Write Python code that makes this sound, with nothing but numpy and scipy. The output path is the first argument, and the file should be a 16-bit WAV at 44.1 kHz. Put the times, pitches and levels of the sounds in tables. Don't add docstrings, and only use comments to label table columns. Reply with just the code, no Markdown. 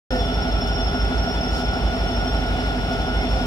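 import sys
import numpy as np
from scipy import signal
from scipy.fft import rfft, irfft
from scipy.io import wavfile

SR = 44100
rng = np.random.default_rng(int(sys.argv[2]) if len(sys.argv) > 2 else 0)


def digitize_waveform(pressure):
    field = np.atleast_2d(pressure).T
    bounded = np.clip(field, -1, 1)
    quanta = np.round(bounded * 32767).astype(np.int16)
    wavfile.write(sys.argv[1], SR, quanta)


N = 152586

TURN_HZ = 6.091
RIGHT_DELAY_S = .00018


def amp(db):
    return 10 ** (np.asarray(db) / 20)


def evened(x):
    return x / np.sqrt(np.mean(abs(x) ** 2) + 1e-30)


def read(points, hz):
    pitch, value = np.transpose(points)
    return np.interp(np.log(hz + 1), np.log(pitch + 1), value)


def clock():
    return np.arange(N) / SR


def arrival():
    return clock() - np.array([[0], [RIGHT_DELAY_S]])


def flutter(width_hz):
    hz = np.fft.fftfreq(N, 1 / SR)
    hiss = rng.standard_normal(N) + 1j * rng.standard_normal(N)
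    return evened(np.fft.ifft(hiss / (1 + (hz / width_hz) ** 2)))


def pan(side_db):
    return amp(np.array([[.5], [-.5]]) * side_db)


def stereo(left, other):
    # (pitch [Hz], likeness [0-1])
    likeness = [(45, .99), (80, .95), (130, .84), (300, .91), (600, .83), (1200, .7), (2200, .5),
                (5000, .45), (15000, .42)]
    # (pitch [Hz], left minus right [dB])
    balance = [(60, -6.5), (110, 1.5), (380, -2.5), (700, -2.5), (1290, -2.5), (2400, 3.5), (4000, 3),
               (5300, -2.5), (8100, 15.5), (11000, 7), (15000, 2)]
    hz = np.fft.rfftfreq(N, 1 / SR)
    same = read(likeness, hz)
    delay = np.exp(-2j * np.pi * hz * RIGHT_DELAY_S)
    right = (same * left + np.sqrt(1 - same ** 2) * other) * delay
    return evened(irfft(np.array([left, right]) * pan(read(balance, hz)), N))


def noise(colour):
    white = rfft(rng.standard_normal((2, N)))
    return stereo(*(white * amp(read(colour, np.fft.rfftfreq(N, 1 / SR)))))


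def roar():
    # (pitch [Hz], relative level [dB])
    colour = [(20, -76), (34, -64), (50, -42.5), (80, -55.5), (130, -58.5), (250, -54.5), (330, -58),
              (560, -66), (680, -58.5), (850, -61), (1020, -70), (1230, -68.5), (1350, -64.5),
              (1560, -69.5), (2000, -69), (2400, -70), (2850, -68), (3300, -72.5), (3900, -74.5),
              (4900, -78), (5350, -72), (5750, -82), (6700, -90.5), (8800, -95), (9800, -100),
              (12000, -96.5), (15500, -100)]
    puffs = 1 + .043 * np.cos(4 * np.pi * TURN_HZ * (clock() - .047))
    rush = amp(-27.5) * noise(colour)
    drift_db = .5 * evened(flutter(width_hz=1.9).real)
    return rush * puffs * amp(drift_db)


def clatter():
    # (pitch [Hz], relative level [dB])
    colour = [(90, -54.5), (170, -56), (300, -63), (380, -62.5), (450, -63.5), (560, -63.5), (700, -56),
              (830, -60.5), (1000, -70), (1250, -84)]
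    low_hz, high_hz = 88, 1510
    multiples = np.arange(int(low_hz / TURN_HZ), int(high_hz / TURN_HZ))
    period = round(SR / TURN_HZ)
    spectrum = np.zeros((2, period // 2 + 1), complex)
    phases = np.exp(2j * np.pi * rng.random(spectrum.shape)[:, multiples])
    spectrum[:, multiples] = amp(read(colour, TURN_HZ * multiples)) * phases
    one_turn = irfft(spectrum, period)
    return amp(-29.5) * stereo(*rfft(one_turn[:, np.arange(N) % period]))


def whine(hz, db, width_hz, steady, same, side_db):
    left, other = flutter(width_hz), flutter(width_hz)
    right = same * left + np.sqrt(1 - same ** 2) * other
    sway = np.sqrt(steady) + np.sqrt(1 - steady) * np.array([left, right])
    return amp(db) * pan(side_db) * evened((sway * np.exp(2j * np.pi * hz * arrival())).real)


def gears_and_blower():
    # (pitch [Hz], level halfway through [dB], flutter width [Hz], steady share [0-1],
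    # left-right likeness [0-1], left minus right [dB])
    whines = [(396, -45, 3, .9, .9, -2), (414.2, -42.5, 3, .85, .9, -3), (673, -38.5, 14, .3, .85, -2),
              (743, -43.5, 6, .7, .85, -2), (1120, -57, 3, .7, .7, 0), (1344, -42, 22, .35, .6, -1),
              (1443.6, -36.3, 15, .68, .7, 0), (2956, -47.5, 9, .3, .2, 3.8), (3144, -52.5, 22, .1, .2, 4),
              (3456, -43, 13, .3, .25, 3.2)]
    fade_db_per_s = .42
    return amp(fade_db_per_s * (clock().mean() - clock())) * sum(whine(*row) for row in whines)


def turbo():
    # (pitch [Hz], level before the swell [dB], then as for the gears)
    whistles = [(5340, -48, 30, .05, .35, 0), (5387, -39.8, 25, .25, .35, -.4)]
    # (time [s], level change [dB])
    swell = [(.1, 1), (.55, -.5), (.8, 5.5), (1.1, -1), (1.45, 5), (1.85, -1.5), (2.25, 1), (2.55, -4.5),
             (3.0, -1.5), (3.45, -0.5)]
    whistle = amp(np.interp(clock(), *np.transpose(swell))) * sum(whine(*row) for row in whistles)
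    return whistle + whine(hz=10785, db=-63.5, width_hz=128, steady=0, same=.4, side_db=-3)


def boom():
    first_s, half_s, hz = .139, .025, 250.9
    booms = np.zeros((2, N))
    for turn, random_db in enumerate(rng.standard_normal(int(N / SR * TURN_HZ) + 1)):
        t = arrival() - first_s - turn / TURN_HZ
        booms += amp(random_db) * np.exp(-(t / half_s) ** 2) * np.cos(2 * np.pi * hz * t)
    return amp(-34) * pan(side_db=1.2) * evened(booms)


def distant_tones():
    # (middle [s], half length [s], pitch [Hz], slide [Hz/s], level [dB])
    tones = [(.155, 0.058, 509.7, -380, -28), (0.195, 0.066, 688, 0, -31), (.14, 0.065, 1800, 0, -39.5),
             (3.21, 0.059, 2140, -100, -38.5), (3.26, 0.03, 2500, -100, -50), (3.36, 0.037, 524, 0, -34)]
    out = np.zeros((2, N))
    for middle_s, half_s, hz, slide, db in tones:
        t = arrival() - middle_s
        blur = 1 + .29 * flutter(width_hz=60)
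        tone = blur * np.exp(2j * np.pi * (hz * t + .5 * slide * t ** 2))
        out += amp(db) * evened(tone.real) * np.exp(-(t / half_s) ** 2)
    return out


def rustles():
    # (pitch [Hz], relative level [dB])
    colour = [(500, -15), (2000, 0), (5000, 13), (8500, -7), (10000, -8), (15500, -9)]
    # (middle [s], half length [s], level [dB])
    swells = [(.16, 0.15, -46), (.68, 0.018, -43), (1.55, 0.039, -41.5), (1.596, 0.032, -42.5),
              (2.296, .018, -48), (2.355, 0.027, -49), (2.93, 0.033, -48), (3.38, 0.2, -49)]
    return noise(colour) * sum(amp(db) * np.exp(-((clock() - s) / half) ** 2) for s, half, db in swells)


def exhaust():
    # (multiple of the crank rate, level [dB])
    tones = [(7, -53), (8, -27), (9, -30.5), (10, -33.5), (13, -35), (15, -44.5), (16, -48), (17, -45)]
    throb_s = .216
    turns = TURN_HZ * (arrival() - throb_s)
    throb = sum(amp(db) * np.cos(2 * np.pi * round(k) * turns) for k, db in tones)
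    return pan(side_db=-.6) * np.sqrt(2) * throb


def ticks():
    # (time [s], pitch [Hz], pitch spread [Hz], level [dB])
    clicks = [(1.048, 7800, 2500, -42), (1.239, 14000, 1400, -38)]
    decay_s = .004
    out = np.zeros((2, N))
    for start_s, hz, width_hz, db in clicks:
        t = arrival() - start_s
        ring = evened((flutter(width_hz) * np.exp(2j * np.pi * hz * t)).real)
        out += amp(db) * ring * (t > 0) * np.exp(-abs(t) / decay_s)
    return out


def scene():
    engine = exhaust() + boom() + clatter() + roar() + turbo() + gears_and_blower()
    return engine + rustles() + ticks() + distant_tones()


def record(dry):
    start_s, rise_s, top_hz = .105, .0016, 15850
    fade_in = np.clip((clock() - start_s) / rise_s, 0, 1)
    low_pass = signal.firwin(511, top_hz, window=("kaiser", 9), fs=SR)
    return signal.oaconvolve(dry * fade_in, low_pass[None], "same")


dry = scene()
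out = record(dry)
digitize_waveform(out)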